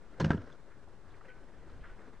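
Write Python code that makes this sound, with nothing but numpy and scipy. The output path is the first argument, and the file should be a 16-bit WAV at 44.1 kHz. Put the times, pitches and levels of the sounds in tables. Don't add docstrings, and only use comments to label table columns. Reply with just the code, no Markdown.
import sys
import numpy as np
from scipy import signal
from scipy.fft import rfft, irfft
from scipy.io import wavfile
from scipy.ndimage import uniform_filter1d, map_coordinates

SR = 44100
rng = np.random.default_rng(int(sys.argv[2]) if len(sys.argv) > 2 else 0)


def wrap_up_sound(samples):
    columns = np.atleast_2d(samples).T
    tamed = np.clip(columns, -1, 1)
    steps = np.round(tamed * 32767).astype(np.int16)
    wavfile.write(sys.argv[1], SR, steps)


def invert_db(x):
    u = np.asarray(x, float) / 20
    return 10 ** u


N = 97020

# hz, density_db_per_hz
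HISS_SPECTRUM = [(18, 12.5), (60, -1.5), (186, -8.5), (400, -8), (876, -8), (4000, -5.5), (8450, -11),
                 (10800, -19), (12800, -27.5), (14100, -35), (17000, -120)]
CHANNEL_OFFSET = [
    [.00405],
    [.00086],
]
# hz, density_db_per_hz
RUSH_SPECTRUM = [(90, -11), (180, -5), (300, -3), (480, -4.5), (705, -10.5), (1230, -12.5), (1600, -13),
                 (2600, -26), (9000, -42), (13000, -77), (17000, -120)]
# time_s, level_db
RUSH_LEVEL = [(0.0, -62.5), (0.21, -59.5), (0.35, -50), (0.39, -61.5), (0.54, -62), (0.79, -63),
              (1.26, -60), (1.64, -60), (1.92, -58.5), (2.11, -59), (2.2, -63.5)]
# hz, density_db_per_hz
BUFFET_SPECTRUM = [(12, -35.5), (22, 8), (43, -4.5), (81, -6), (130, -11), (220, -25.5), (400, -50.5),
                   (700, -120)]
# time_s, level_db
BUFFET_LEVEL = [(0, -64), (.1, -63), (.19, -67), (.43, -64.5), (.67, -66.5), (.89, -64), (1.02, -61),
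                (1.12, -60.5), (1.27, -63.5), (1.48, -63), (1.65, -59.5), (1.82, -59), (1.98, -65),
                (2.2, -59.5)]
# start_s, level_db, centre_hz, t60_s
RUSTLES = [(.13, -64, 1520, 0.58), (.521, -65.5, 5570, 0.056), (0.705, -58.5, 1530, 0.21),
           (0.868, -61, 830, 0.16), (1.10, -66.5, 3270, 0.11), (1.138, -51, 1850, 0.048),
           (1.21, -47, 1250, 0.032), (1.244, -59.5, 1850, 0.4), (1.29, -58, 2030, 0.2),
           (1.283, -64.5, 4750, 0.057), (1.67, -59.5, 1210, 0.18), (1.69, -66.5, 3500, 0.11),
           (1.801, -69, 2800, 0.38), (1.832, -56, 1500, 0.32), (1.849, -67, 2780, 0.28),
           (1.881, -61, 1890, 0.25), (1.98, -59, 1700, 0.14), (2.016, -60, 1550, 0.12),
           (2.073, -54, 910, 0.046), (2.12, -65, 1990, 0.17)]
# start_s, level_db, pitch_hz, t60_s
PINGS = [(.322, -42, 80.9, .12), (.34, -29, 205, .1), (.357, -39.5, 115.5, 0.12), (.378, -27, 99.85, 0.11),
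         (0.325, -33.5, 376, .07), (.331, -34, 289.3, .1), (0.501, -42, 145, 0.11), (.37, -43.5, 281, 0.25),
         (.207, -31, 150.4, 0.14), (.255, -36, 265, 0.066), (0.251, -38, 549, 0.099),
         (.376, -44.5, 3090, 0.01), (.377, -53, 3400, .008), (0.378, -40, 1450, 0.03),
         (.385, -49, 1340, 0.046), (.419, -57, 1406, .025), (0.458, -57, 1500, 0.021),
         (0.464, -60, 5250, 0.0084), (0.478, -52, 1560, 0.025), (.5, -44, 1500, 0.022),
         (0.206, -31, 1000, .04), (0.2147, -43, 4250, .03), (.246, -28.5, 1675, 0.017),
         (0.244, -33.5, 2888, 0.022), (.246, -42, 5490, 0.012), (0.314, -25, 1290, 0.024),
         (0.333, -42, 1616, .04), (0.52, -50.5, 3460, 0.01), (0.5268, -47.5, 3430, 0.01),
         (.527, -66, 5800, 0.014), (1.211, -57, 1260, .04), (1.248, -54, 1763, .03),
         (1.252, -41.5, 535, 0.046), (1.284, -48.5, 1940, 0.042), (1.286, -44.5, 503, 0.07),
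         (1.29, -62, 3120, 0.074), (1.83, -55, 1720, .12), (1.838, -52, 926, .04), (1.85, -55, 1390, .09),
         (2.014, -53, 1670, 0.034), (2.072, -52, 940, .04), (1.289, -53.5, 1508, 0.4),
         (1.894, -55, 1497, 0.2), (2.042, -65, 1494, 0.2)]
# hz, density_db_per_hz
SNOW_SPECTRUM = [(110, -37), (240, 0.5), (353, -4.5), (520, -5), (800, -16.5), (1480, -13), (2500, -31),
                 (6000, -35), (9000, -66), (14000, -120)]
# start_s, thud_db, clack_db, crack_db
CONTACTS = [(.199, -35.5, -36.5, -32), (0.2014, -32.5, -33.5, -31.5), (0.2051, -53, -41, -32.5),
            (.208, -28, -36, -40), (.213, -40, -40.5, -33.5), (0.218, -31, -42.5, -38.5),
            (0.224, -24.5, -64, -43), (0.226, -27.5, -52.5, -46), (0.233, -35, -52, -42),
            (.240, -26, -47, -46), (.244, -22.5, -34, -35), (0.2459, -23.5, -34.5, -31),
            (0.252, -49, -50, -41), (.257, -26, -41.5, -36), (0.265, -28, -48, -40), (.278, -35, -64, -50),
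            (0.294, -30.5, -52, -47), (0.3055, -24.5, -26, -32), (0.31, -30, -31.5, -59.5),
            (.316, -35, -34, -35.5), (0.326, -56, -40, -61), (0.332, -25.5, -33.5, -48),
            (0.339, -31.5, -46, -67), (0.346, -20.5, -46, -64), (0.354, -35, -59, -72),
            (.379, -59, -44, -64), (0.418, -55, -62, -51), (.478, -62, -65, -61), (0.499, -61, -76, -53.5)]
# pitch_hz, level_db, t60_s
SKI_MODES = [(81.6, -3.5, 0.17), (115.5, -3, 0.13), (160, 2, 0.068), (209.8, 1.5, 0.071), (265, -16, 0.079)]
# pitch_hz, level_db, t60_s
BINDING_MODES = [(320, 4, 0.054), (386.6, 0.5, 0.0695), (517, 0.5, 0.06), (708, -2.5, 0.027),
                 (952, -1.5, 0.029), (1316, -2, 0.036), (1635, -1.5, 0.044), (2200, -31, 0.01),
                 (2730, -7, 0.011), (3960, -34, 0.029), (5400, -29, 0.013)]
# hz, density_db_per_hz
CRACK_SPECTRUM = [(400, -9.5), (900, -4.5), (1630, -9.5), (3770, -18.5), (5680, -21.5), (8910, -39),
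                  (10800, -56), (14100, -63), (17000, -120)]
# pitch_hz, level_db, t60_s
HEEL_MODES = [(121, -12, 0.03), (158, -2.5, 0.1), (239, 1.5, 0.06), (311, 1, 0.05), (545, -1, 0.03),
              (681, -1.5, 0.035), (807, -4, 0.026), (1007, -12, 0.023), (1340, -2, 0.029),
              (1686, -6, 0.042), (1850, -15.5, 0.033), (2490, -16.5, 0.037), (3580, -18, .02)]

TIME_S = np.arange(N) / SR
HARD_ONSET_S = 0.00026


def unit(x):
    return x / np.sqrt(np.mean(x ** 2) + 1e-20)


def curve(rows):
    return np.interp(TIME_S, *np.transpose(rows))


def wobble(rate_hz):
    knots = rng.standard_normal(int(N * rate_hz / SR) + 4)
    return map_coordinates(knots, [np.arange(N) * rate_hz / SR])


def noise(spectrum, patchy_db, channels=1):
    z = signal.stft(rng.standard_normal((channels, N)), nperseg=512)[2]
    field = uniform_filter1d(rng.standard_normal(z.shape[1:]), size=5, axis=0)
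    field = uniform_filter1d(field, size=8, axis=1)
    patchy = signal.istft(z * invert_db(patchy_db * unit(field)), nperseg=512)[1][:, :N]
    knot_hz, knot_db = np.transpose(spectrum)
    hz = np.fft.rfftfreq(N, 1 / SR)
    gain = invert_db(np.interp(np.log(hz + 1), np.log(knot_hz + 1), knot_db))
    return unit(irfft(rfft(patchy) * gain, N))


def dying(start_s, level_db, t60_s, attack_s):
    t = np.maximum(TIME_S - start_s, 0)
    return invert_db(level_db - 60 * t / t60_s) * (1 - np.exp(-t / attack_s))


def ring(modes, level_db, onset_s, vary=1):
    scatter_db, detune = 5.5, 0.047
    t = np.arange(SR // 4) / SR
    hz, mode_db, t60_s = np.transpose(modes)[:, :, None]
    chance = vary * rng.standard_normal((2, len(modes), 1))
    decay = invert_db(level_db + mode_db + scatter_db * chance[0] - 60 * t / t60_s)
    tones = decay * np.sin(2 * np.pi * hz * (1 + detune * chance[1]) * t)
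    return tones.sum(axis=0) * (1 - np.exp(-t / onset_s)) / 2


def add_blow(out, start_s, blow):
    out[round(start_s * SR):][:SR // 4] += blow


def hiss():
    return invert_db(-76) * noise(HISS_SPECTRUM, patchy_db=0.2, channels=2)


def wind():
    rush_db = curve(RUSH_LEVEL) + 0.5 + 0.46 * wobble(12.73) + 1.66 * wobble(50.14)
    rush = invert_db(rush_db) * noise(RUSH_SPECTRUM, patchy_db=0.9)[0]
    buffet_db = curve(BUFFET_LEVEL) + 5.5 + 1.2 * wobble(9.47)
    return rush + invert_db(buffet_db) * noise(BUFFET_SPECTRUM, patchy_db=0.9)[0]


def rustles():
    q, grain_db = 1.3, 3.2
    top_ratio = 1.54
    hz, out = np.fft.rfftfreq(N, 1 / SR), np.zeros(N)
    for start_s, level_db, centre_hz, t60_s in RUSTLES:
        damping = 1j * hz * centre_hz / q
        band = damping / (centre_hz ** 2 - hz ** 2 + damping)
        gain = band ** 2 / (1 + (hz / centre_hz / top_ratio) ** 8)
        grit = rng.standard_normal(N) * unit(invert_db(grain_db * wobble(250)))
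        burst = unit(irfft(rfft(grit) * gain, N))
        out += dying(start_s, level_db, t60_s, attack_s=0.0051) * burst
    return out


def pings():
    waver_rad, out = 0.18 * wobble(29.5), np.zeros(N)
    for start_s, level_db, pitch_hz, t60_s in PINGS:
        tone = np.sin(2 * np.pi * pitch_hz * TIME_S + waver_rad)
        out += dying(start_s, level_db, t60_s, attack_s=3 / pitch_hz) * tone
    return out


def settling_snow():
    still_s, fade_s = 0.563, 0.0058
    moving = 1 / (1 + np.exp(np.clip((TIME_S - still_s) / fade_s, -50, 50)))
    level = dying(start_s=0.242, level_db=-48, t60_s=1.9, attack_s=0.0081)
    flutter = invert_db(2.0 * wobble(90.3))
    return level * moving * flutter * noise(SNOW_SPECTRUM, patchy_db=-1.4)[0]


def contacts():
    soft_onset_s, low_cut_hz = 0.0011, 89
    blows, spit = np.zeros(N), np.zeros(N)
    for start_s, thud_db, clack_db, crack_db in CONTACTS:
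        thud = ring(SKI_MODES, thud_db, soft_onset_s)
        clack = ring(BINDING_MODES, clack_db, HARD_ONSET_S)
        add_blow(blows, start_s, thud + clack)
        spit += dying(start_s, crack_db, t60_s=0.018, attack_s=0.00087)
    low_cut = signal.butter(2, low_cut_hz, "high", fs=SR, output="sos")
    return signal.sosfilt(low_cut, blows) + spit * noise(CRACK_SPECTRUM, patchy_db=0.15)[0]


def snap():
    out = np.zeros(N)
    add_blow(out, 0.3052, ring(HEEL_MODES, -18, HARD_ONSET_S, vary=0))
    return out


def scene():
    mono = wind() + rustles() + pings() + settling_snow() + contacts() + snap()
    return np.tile(mono, (2, 1))


def low_pass(x):
    return signal.sosfilt(signal.butter(12, 14200, fs=SR, output="sos"), x)


def record(dry):
    mix = dry + hiss() + CHANNEL_OFFSET
    return low_pass(mix)


dry = scene()
out = record(dry)
wrap_up_sound(out)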